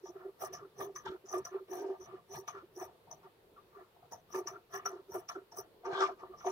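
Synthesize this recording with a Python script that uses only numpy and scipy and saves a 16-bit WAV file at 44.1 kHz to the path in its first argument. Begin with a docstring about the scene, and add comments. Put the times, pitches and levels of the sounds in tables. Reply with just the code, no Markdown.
"""Large shears snip through doubled cloth on a wooden table top, heard close from above in a quiet room.
Closing strokes rasp through the threads on a gliding steel ring; openings start with a tick of the blades.
The lower blade judders, scrapes and knocks on the board, ringing its modes; three hard drags cross it.
Gain strokes shape trains of noisy catches, which feed resonances at two ports; banded noise is the room."""
import sys
import numpy as np
from scipy import signal
from scipy.io import wavfile
from scipy.ndimage import uniform_filter1d

SR = 44100
rng = np.random.default_rng(int(sys.argv[2]) if len(sys.argv) > 2 else 0)


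def int16_out(signal):
    """Quantize to a 16-bit WAV file."""
    q = np.round(np.clip(np.atleast_2d(signal).T, -1, 1) * 32767)
    wavfile.write(sys.argv[1], SR, q.astype(np.int16))


N = 287091
T = np.arange(N) / SR
MS = np.arange(0, N / SR + .002, .001)  # millisecond grid for gestures, in s
LEFT_LAG_SAMPLES = 7  # airborne sound reaches the left port late
SPOT_RATE_PER_S = 23  # pace at which the contact spot wanders


def undb(db):
    """dB to gain."""
    return 10 ** (np.asarray(db) / 20)


def level(x, db):
    """Scale to an rms level."""
    return x * undb(db) / np.sqrt(np.mean(x ** 2))


def band(x, hz, width_hz):
    """Two-pole resonance, gain 1 at the centre."""
    return signal.lfilter(*signal.iirpeak(min(hz, .45 * SR), hz / width_hz, SR), x)


def walk(rate):
    """Random levels held 1 / rate s and slewed twice; spread near 1."""
    hold = int(SR / rate)
    steps = np.repeat(rng.standard_normal(N // hold + 1), hold)
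    slewed = uniform_filter1d(uniform_filter1d(steps, hold), hold)
    return 1.2 * slewed[:N]


def stroke(full_s, rise_s, hold_s, fall_s, db, sag_db_s=0):
    """Gain that climbs 25 dB per rise_s to full level, holds (sagging), then loses 25 dB per fall_s."""
    before = np.maximum(full_s - MS, 0) / max(rise_s, .002)
    after = np.maximum(MS - full_s - max(hold_s, 0), 0) / max(fall_s, .002)
    sag_db = sag_db_s * np.maximum(MS - full_s, 0)
    return undb(db - np.minimum(25 * (before + after) + sag_db, 150))


def play(strokes):
    """Sum of strokes, at every sample."""
    return np.interp(T, MS, sum(strokes))


def slips(rate, scatter_db, decay_s, steady, uneven=0.87):
    """Two unrelated noises under one train of catches: each starts at once, has its own size and dies away."""
    gap, size = rng.standard_normal((N // 100, 2)).T
    gap_samples = SR / rate * np.exp(uneven * gap - uneven ** 2 / 2)
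    at = np.cumsum(gap_samples).astype(int)
    catches = np.zeros(N)
    catches[at[at < N]] = undb(scatter_db * size[at < N])
    train = signal.lfilter([1], [1, -np.exp(-1 / (decay_s * SR))], catches)
    return level((level(train, 0) + steady) * rng.standard_normal((2, N)), 0)


def rumble():
    """Slow coarse catches that feed the middle modes."""
    return slips(100, 2.8, 0.0038, 0.34)


def grit():
    """Quicker catches that feed the upper modes."""
    return slips(200, 2.36, 0.0044, 0.45)


def share(force, alike):
    """Two port forces that have the part 'alike' in common."""
    return np.array([force[0], alike * force[0] + np.sqrt(1 - alike ** 2) * force[1]])


def ring(force, modes, alike, lag_samples, spot_db, spot_rate=SPOT_RATE_PER_S):
    """Ring modes with a noise force, scaled for their summed power; the left port hears it late."""
    ports = share(force, alike)
    ports[0] = np.roll(ports[0], lag_samples)
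    power = sum(undb(2 * db) * np.pi * width_hz / SR for _, width_hz, db, _ in modes)
    out = 0
    for k, (hz, width_hz, db, pan_db) in enumerate(modes):
        reach = undb(spot_db * walk(spot_rate))  # the contact moves, so every mode is fed now more, now less
        mode = band(reach * ports, hz, width_hz)
        mode = band(mode, hz, 3 * width_hz)  # darkens the skirts
        out = out + (-1) ** k * undb(db + np.array([[pan_db], [-pan_db]]) / 2) * mode
    return out / np.sqrt(power)


# spectrum of the quiet: f/Hz, relative density/dB
ROOM_SPECTRUM = [(25, -16.5), (123, -12.5), (300, -17), (394, -1), (560, -12), (734, -18), (887, -15),
                 (1190, -21.5), (1940, -26), (4250, -27.5), (5200, -36), (7710, -39), (14800, -31),
                 (16000, -39)]
ROOM_DB = -66


def room():
    """Quarter-octave bands of quiet air and microphone hiss; the bass is alike left and right and wavers more."""
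    out = 0
    points_hz, points_db = np.transpose(ROOM_SPECTRUM)
    waver = walk(6.82)
    for hz in 28 * 2 ** np.arange(0, 9.2, 1 / 4):
        noise = rng.standard_normal((2, N))
        mid, side = band(band(noise, hz, hz / 4), hz, hz / 4)
        treble = np.clip(hz / 1200, .3, 1)
        db = np.interp(np.log(hz), np.log(points_hz), points_db)
        db = db + 4.3 * (1 - treble) * waver + 1.4 * walk(12.0)
        out = out + undb(db) * (mid + treble * side * np.array([[1], [-1]]))
    return level(out, ROOM_DB)


# hand and shears settle on the table, full 15 ms after t: t/s, drive level/dB
THUDS = [(1.075, -54), (1.397, -57), (2.353, -54), (5.112, -59), (5.914, -55)]
# heavy board mode: f/Hz, first-pass width/Hz, relative level/dB, left minus right/dB
THUD_MODE = (131, 81, 0, -.5)


def thuds(middle):
    """The weight on the board rumbles softly, swelling less than the scrape does, and thuds as it settles."""
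    settle = play(stroke(s + 0.015, 0.034, 0.0036, 0.023, db) for s, db in THUDS)
    gain = undb(-49.0) * middle ** 0.35 + settle
    return ring(gain * rng.standard_normal((2, N)), [THUD_MODE], 0.89, 0, 3.4, 12)


# three hard drags, one table each: t/s, then drive level/dB of lowest, middle, upper and top modes
DRAGS = [
    [(1.046, -51, -77, -60, -82), (1.057, -40, -58, -54, -56), (1.078, -51.5, -54.5, -52, -55),
     (1.1, -36, -67, -68, -63), (1.109, -64, -65, -64, -63), (1.118, -32, -60, -61, -64),
     (1.127, -53, -65, -64.5, -68), (1.148, -40.5, -66, -76, -76), (1.162, -78, -61, -64, -82)],
    [(1.684, -52, -55, -69, -72), (1.702, -46, -69, -82, -87), (1.782, -42.5, -45, -59, -68.5),
     (1.91, -38.5, -47.5, -64, -71.5), (1.938, -49, -47, -65, -74), (1.968, -87, -55, -71, -78)],
    [(5.836, -66, -54, -70, -85), (5.854, -45.5, -40.5, -44.5, -63), (5.882, -35, -43.5, -46.5, -70),
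     (5.934, -47, -39.5, -45.5, -55), (5.972, -41, -42, -37, -56.5), (6.0, -36, -39.5, -36, -53.5),
     (6.036, -32, -39, -36.5, -47.5), (6.056, -47, -45, -37, -53), (6.098, -43, -48, -47, -64),
     (6.13, -48, -60, -55, -71), (6.141, -74, -72, -66, -80)],
]


def drag(column, gains_db=(0, 0, 0)):
    """Gain of one group of modes through the hard drags; practically silent between them."""
    total = 0
    for rows, gain_db in zip(map(np.array, DRAGS), gains_db):
        t = np.r_[rows[0, 0] - .015, rows[:, 0], rows[-1, 0] + .02]
        db = np.r_[-95, rows[:, column], -95]
        total = total + undb(gain_db + np.interp(T, t, db, -150, -150))
    return total


# blade judder: full at t/s, hold/s, drive level/dB
JUDDER = [(0.036, 0.0031, -42.5), (0.087, 0.014, -45), (0.156, 0.0052, -43.5), (0.198, 0.011, -50.5),
          (0.227, 0.0018, -55), (0.252, 0.0033, -36), (0.282, 0.0046, -41.5), (0.428, 0.013, -46),
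          (0.495, 0.038, -49.5), (0.61, 0.057, -49), (0.773, 0.014, -49.5), (0.797, 0.11, -39.5),
          (0.946, .01, -54), (1.244, 0.0011, -50.5), (1.32, 0.0042, -43.5), (1.337, 0.06, -37),
          (1.518, .005, -44), (1.545, 0.021, -38), (1.596, 0.03, -48), (1.991, 0.039, -49),
          (2.091, 0.0012, -46), (2.128, 0.021, -44.5), (2.3, 0.033, -49), (2.379, 0.013, -44.5),
          (2.416, 0.0045, -46.5), (2.546, 0.027, -47), (2.63, 0.0045, -45), (2.767, 0.0067, -42),
          (2.815, 0.0027, -37.5), (2.851, .008, -48.5), (2.893, .002, -54), (3.244, 0.015, -55),
          (3.768, 0.0076, -49), (3.81, 0.0046, -48), (4.341, 0.068, -37.5), (4.457, 0.0008, -48.5),
          (4.514, 0.04, -51), (4.57, .003, -51.5), (4.734, 0.046, -44), (4.847, 0.055, -46.5),
          (4.927, 0.032, -45.5), (4.993, 0.0032, -44), (5.093, 0.0029, -42.5), (5.139, 0.043, -38.5),
          (5.355, 0.033, -44.5), (5.419, 0.0035, -51), (5.583, 0.0079, -42.5), (6.23, 0.017, -45.5),
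          (6.294, 0.023, -52.5), (6.455, 0.043, -36)]
# lowest board mode: f/Hz, first-pass width/Hz, relative level/dB, left minus right/dB
LOW_MODE = (379, 63.5, 0, -0.5)
JUDDER_RISE_S, JUDDER_FALL_S, JUDDER_SAG_DB_S = 0.014, 0.019, 62


def judder():
    """Stick and slip lock on to the board's lowest mode, with a pace that wanders around it."""
    gain = drag(column=1) + play(
        stroke(s, JUDDER_RISE_S, hold_s, JUDDER_FALL_S, db, JUDDER_SAG_DB_S) for s, hold_s, db in JUDDER)
    phase = 2 * np.pi * np.cumsum(LOW_MODE[0] * (1 + 0.04716 * walk(35))) / SR
    force = gain * (undb(-20.5) * np.sin(phase) + undb(-3.5) * slips(90, 5.3, 0.032, 0.44))
    stiff = signal.butter(2, 290, "high", fs=SR, output="sos")  # below this mode the board hardly radiates
    return signal.sosfilt(stiff, ring(force, [LOW_MODE], 0.96, 0, 0.95, 45))


# blade and cloth slide on the board: full at t/s, hold/s, middle modes' drive level/dB,
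# upper modes above them/dB, edge mode above the upper/dB
SLIDES = [(0.164, 0.11, -61.5, 0, -3.5), (0.583, 0.046, -66, 6, 1), (1.532, 0.041, -57, 2.5, -1.5),
          (2.064, 0.11, -61, 3, -11), (2.551, 0.038, -63, 9.5, -1), (2.872, 0.079, -69, -33, 0),
          (3.086, 0.01, -58, -15, -5), (3.236, 0.022, -62, 2, -7.5), (3.576, 0.0077, -72, 10, -1),
          (3.75, 0.06, -63, 2.5, 3.5), (3.97, .001, -61, -18, -2), (4.038, 0.0049, -57.5, -14, -3),
          (4.534, 0.029, -59, -1, 2), (4.92, 0.052, -60, -2.5, 1), (5.351, 0.028, -58.5, -8.5, 13.5),
          (6.197, 0.074, -58.5, 0, -11), (6.325, 0.02, -63, 1, -14)]
SLIDE_RISE_S, SLIDE_FALL_S = 0.035, 0.064
BITE_RISE_S, BITE_HOLD_S, BITE_FALL_S = 0.0047, 0.0097, 0.1
JOLT_RISE_S, JOLT_FALL_S = 0.0069, 0.073
BEFORE_BITE_DB = -1.5  # the board scrapes softly, then the bite comes at once
SOFT_CONTACT_DB = -5  # slides wake the bright modes less


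def scrapes():
    """Gains of the middle, upper, bright and edge modes: bites, jolts and slides each have one shape."""
    hard = []
    for start, bite, _, _, _, middle_db, upper_db, edge_db, _ in SNIPS:
        hard.append((bite, BITE_RISE_S, BITE_HOLD_S, BITE_FALL_S, middle_db, upper_db, edge_db))
        hard.append((bite, bite - start, 0, BITE_RISE_S, middle_db + BEFORE_BITE_DB, upper_db, edge_db))
    hard += [(s, JOLT_RISE_S, 0, JOLT_FALL_S, *dbs) for s, _, *dbs, _ in TICKS]
    soft = [(s, SLIDE_RISE_S, hold_s, SLIDE_FALL_S, *dbs) for s, hold_s, *dbs in SLIDES]
    middle = play(stroke(*row[:5]) for row in hard + soft)
    upper_hard = play(stroke(*row[:4], row[4] + row[5]) for row in hard)
    upper_soft = play(stroke(*row[:4], row[4] + row[5]) for row in soft)
    edge = play(stroke(*row[:4], sum(row[4:])) for row in hard + soft)
    return middle, upper_hard + upper_soft, upper_hard + undb(SOFT_CONTACT_DB) * upper_soft, edge


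SNICK_FALL_S = 0.0079
TICK_SNICK_DB, BITE_SNICK_DB = -12, -12  # relative to the upper modes


def snicks():
    """Short gain bursts: the first touch of each tick and the crunch as the blades bite."""
    touch = play(stroke(s, 0.0011, 0.00041, SNICK_FALL_S, middle_db + upper_db + TICK_SNICK_DB)
                 for s, _, middle_db, upper_db, *_ in TICKS)
    crunch = play(stroke(bite, 0.0017, 0.001, SNICK_FALL_S, middle_db + upper_db + BITE_SNICK_DB)
                  for _, bite, _, _, _, middle_db, upper_db, *_ in SNIPS)
    return touch + crunch


# dull knocks of the blade on the board: t/s, middle modes' drive level/dB
KNOCKS = [(1.839, -50), (1.899, -55), (4.302, -49), (6.034, -42), (6.233, -49.5), (6.444, -40)]


def knocks():
    """Short gain bursts as the blade knocks on the board."""
    return play(stroke(s, 0.0018, 0.00095, 0.0072, db) for s, db in KNOCKS)


# each drag: last middle mode above the others/dB, edge mode above the upper/dB,
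# creak and highest modes above the top/dB, both before their own gains
DRAG_COLOUR = [(14, 6.5, -5), (-6, -16, -1), (2, -10.5, 0)]
# board modes: f/Hz, first-pass width/Hz, relative level/dB, left minus right/dB
MIDDLE_MODES = [(503, 130, -6, 2), (633, 25, -0.5, 0.5), (711, 68, 5.5, 1), (917.3, 52, 0, 1.5)]
EDGE_MODE = (1345, 91, 0, 1.5)
CREAK_MODE = (1569, 50, 0, -1.5)
UPPER_MODES = [(1039, 57, -4.5, 1.1), (1186, 66, 6, 1.9)]
BRIGHT_MODES = [(1752, 133, -1.5, 0.8), (1952, 49, -7, 2)]
TOP_MODES = [(2310, 350, 8.7, 0.14), (2930, 156, 6.4, 0.08), (3410, 440, 4.7, 0.53)]
HIGHEST_MODES = [(4150, 120, 2, 0.46), (5400, 1300, -1, 0.21)]
BRIGHT_DB, DRAG_BRIGHT_DB = -7.5, -2  # relative to the upper modes; in a drag, to its top modes


def board():
    """Judder, scrapes, drags, knocks and thuds shake the table top; each mode group is fed from its own spot."""
    middle, upper, bright, edge = scrapes()
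    snick, knock = snicks(), knocks()
    lift_db, edge_db, hard_db = np.transpose(DRAG_COLOUR)
    hard = drag(column=4, gains_db=hard_db)
    middle = middle + knock
    thud = thuds(middle)
    lifted = middle + drag(column=2, gains_db=lift_db)
    middle = middle + drag(column=2)
    edge = edge + drag(column=3, gains_db=edge_db)
    creak = undb(-23.0) * edge + undb(5.5) * hard
    upper = upper + undb(-4.0) * knock + snick + drag(column=3)
    top = undb(-13.0) * bright + undb(-27.0) * snick + drag(column=4)
    bright = undb(BRIGHT_DB) * (bright + snick) + undb(DRAG_BRIGHT_DB) * drag(column=4)
    # the harder a drag, the more it reaches the highest modes
    highest = undb(-8.5) * top + undb(33.5) * hard ** 1.73

    lag = LEFT_LAG_SAMPLES
    out = judder() + thud
    out += ring(middle * rumble(), MIDDLE_MODES[:-1], 0.57, lag - 2, 1.36)
    out += ring(undb(-6.5) * lifted * rumble(), MIDDLE_MODES[-1:], 0.53, lag - 2, 2.3)
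    out += ring(edge * grit(), [EDGE_MODE], 0.63, lag, 2.2)
    out += ring(creak * grit(), [CREAK_MODE], 0.63, lag, 2.9)
    out += ring(upper * grit(), UPPER_MODES, 0.66, lag, 3.0)
    out += ring(bright * grit(), BRIGHT_MODES, 0.51, lag, 1.8)
    out += ring(top * slips(250, 0.59, 0.011, 0.37), TOP_MODES, 0.44, lag, 4.5)
    out += ring(highest * slips(400, 1.3, 0.0039, 0.73), HIGHEST_MODES, 0.26, lag, 6.2)
    return out


CLOSING_HZ, OPENING_HZ = 5990, 5894  # pitch at the bite and at the tick
CLOSING_CLIMB_HZ, CLOSED_SAG_HZ, OPENING_CLIMB_HZ = 220.4, 51.7, 125.5
RING_WIDTH_HZ, RING_PAN_DB, RING_ALIKE = 183, 2.5, 0.38


def gliding_ring(force):
    """One steel resonance whose pitch follows the blades' crossing: up as they close, up after each tick."""
    points = []
    for start, bite, *_ in SNIPS:
        points += [(start, CLOSING_HZ - CLOSING_CLIMB_HZ), (bite, CLOSING_HZ)]
        points.append((bite + 0.031, CLOSING_HZ - CLOSED_SAG_HZ))
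    for s, *_ in TICKS:
        points += [(s, OPENING_HZ), (s + 0.0315, OPENING_HZ + OPENING_CLIMB_HZ)]
    hz = np.interp(T, *np.transpose(sorted(points))) + 95.0 * walk(60)
    carrier = np.exp(2j * np.pi * np.cumsum(hz) / SR)
    # low-passed complex noise on a gliding carrier is a gliding resonance
    lowpass = signal.butter(2, RING_WIDTH_HZ / 2, fs=SR, output="sos")
    slow = signal.sosfilt(lowpass, share(force, RING_ALIKE))
    carriers = np.array([np.roll(carrier, LEFT_LAG_SAMPLES), carrier])
    pan = undb(np.array([[RING_PAN_DB], [-RING_PAN_DB]]) / 2)
    return np.real(slow * carriers) * np.sqrt(2 * SR / RING_WIDTH_HZ) * pan


# closing strokes: start t/s, bite t/s, end t/s, ring drive level/dB, thread hiss above the ring/dB,
# middle modes' drive level/dB, upper modes above them/dB, edge mode above the upper/dB,
# side rings above the ring/dB (ring and side drives before their own gains)
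SNIPS = [(0.028, 0.057, 0.13, -61, -13.5, -52.5, -11.5, -10, 1),
         (0.387, 0.419, 0.49, -56.5, 4.5, -42.5, -2.5, -8, 3.5),
         (0.762, 0.806, 0.88, -54, -1, -41.5, -4.5, -23, -5),
         (1.262, 1.339, 1.414, -55.5, -1, -43.5, -4, -12, -3),
         (1.679, 1.733, 1.85, -58, 0, -51, -2, -15, -4), (1.984, 2.01, 2.08, -58, -16, -52, -11, -9, -4),
         (2.288, 2.345, 2.43, -53.5, -3, -44, -5, -23, -7),
         (2.738, 2.813, 2.88, -56.5, 0.5, -47.5, -4.5, -6, -2.5),
         (4.298, 4.346, 4.42, -53.5, -1, -40.5, -6, -10, -6),
         (4.707, 4.741, 4.8, -51.5, -5, -44.5, 2, -6.5, -6),
         (5.084, 5.148, 5.225, -58, -0.5, -47, -5, -1, -3),
         (5.546, 5.571, 5.63, -48, -5, -50, -5.5, -2, -5),
         (6.354, 6.407, 6.6, -63.5, -4.5, -59.5, 0.5, -1, 0), (6.441, 6.467, 7.4, -52, 0, -39, -6, -6, -3)]
# blades tick as they part and jolt the board: t/s, ring drive level/dB, middle modes' drive level/dB,
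# upper modes above them/dB, edge mode above the upper/dB, side rings above the ring/dB (as for SNIPS)
TICKS = [(0.531, -46.5, -54, 7, -15, 5), (0.9586, -46, -54, 8, -8.5, -5.5), (1.258, -68.5, -66, -6, -3, 6),
         (1.4505, -46.5, -51.5, 4.5, -4, 1.5), (2.478, -47.5, -45.5, 0.5, -6, 0),
         (3.1115, -53.5, -49.5, -9, -19, -2), (4.119, -47, -41, -14, -5.5, -1.5),
         (4.4713, -42.5, -46, 3.5, -4.5, -3), (4.857, -38, -47.5, 5, 3, -7),
         (5.289, -45.5, -49, 4.5, -5, 1), (5.519, -56.5, -52.5, -12, -4, 0), (5.851, -60, -50, -11, -5, -3),
         (6.006, -52, -47, 9, -2, 13)]
# side rings, thread hiss: f/Hz, first-pass width/Hz, relative level/dB, left minus right/dB
SIDE_RING_MODES = [(5010, 200, -3.5, 1), (5570, 400, 5.5, 0), (6780, 370, -5, 7)]
HISS_MODES = [(8510, 1450, -6, 1.6), (10720, 1400, -0.5, 2), (14000, 810, 3, 2.4), (15400, 460, 1, 2.4)]
STEEL_RISE_S, STEEL_FALL_S, STEEL_SAG_DB_S = 0.028, 0.03, 26
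HISS_FALL_S, HISS_SAG_DB_S = 0.02, 121
TICK_RISE_S, TICK_FALL_S, TICK_HISS_DB = 0.0083, 0.049, -15.5


def blades():
    """Edge on edge: a gliding steel ring with side rings and a crackling hiss of parting threads."""
    steel, hiss = [], []
    for start, bite, end, db, hiss_db, *_ in SNIPS:
        hold_s = end - start - STEEL_RISE_S - STEEL_FALL_S
        steel.append(stroke(start + STEEL_RISE_S, STEEL_RISE_S, hold_s, STEEL_FALL_S, db, STEEL_SAG_DB_S))
        # the threads give way inside the stroke, so the hiss shares its start and end
        hold_s = end - bite - HISS_FALL_S
        hiss.append(stroke(bite, bite - start, hold_s, HISS_FALL_S, db + hiss_db, HISS_SAG_DB_S))
    for s, db, *_ in TICKS:
        steel.append(stroke(s, TICK_RISE_S, 0.0027, TICK_FALL_S, db))
        hiss.append(stroke(s, 0.97 * TICK_RISE_S, 0.0027, 1.3 * TICK_FALL_S, db + TICK_HISS_DB))
    sides = play(gain * undb(row[-1]) for gain, row in zip(steel, SNIPS + TICKS))
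    chatter = slips(130, 2.2, 0.0056, 0.099, 0.32)
    fine_chatter = slips(220, 7.2, 0.0019, 0.2)
    threads = play(hiss) * slips(500, 3.8, 0.0014, 0.5, 0.6)
    main = undb(-4.0) * gliding_ring(play(steel) * (chatter + 1j * fine_chatter))
    side = ring(undb(-6.0) * sides * chatter, SIDE_RING_MODES, 0.17, LEFT_LAG_SAMPLES, 3.7, 40)
    return main + side + ring(threads, HISS_MODES, 0.22, LEFT_LAG_SAMPLES, 4.35, 90)


def scene():
    """Board and blades over the room's quiet."""
    return room() + board() + blades()


TOP_HZ = 15850


def record(dry):
    """A steep low-pass cuts the top."""
    return signal.sosfilt(signal.ellip(14, .2, 90, TOP_HZ, fs=SR, output="sos"), dry)


dry = scene()
out = record(dry)
int16_out(out)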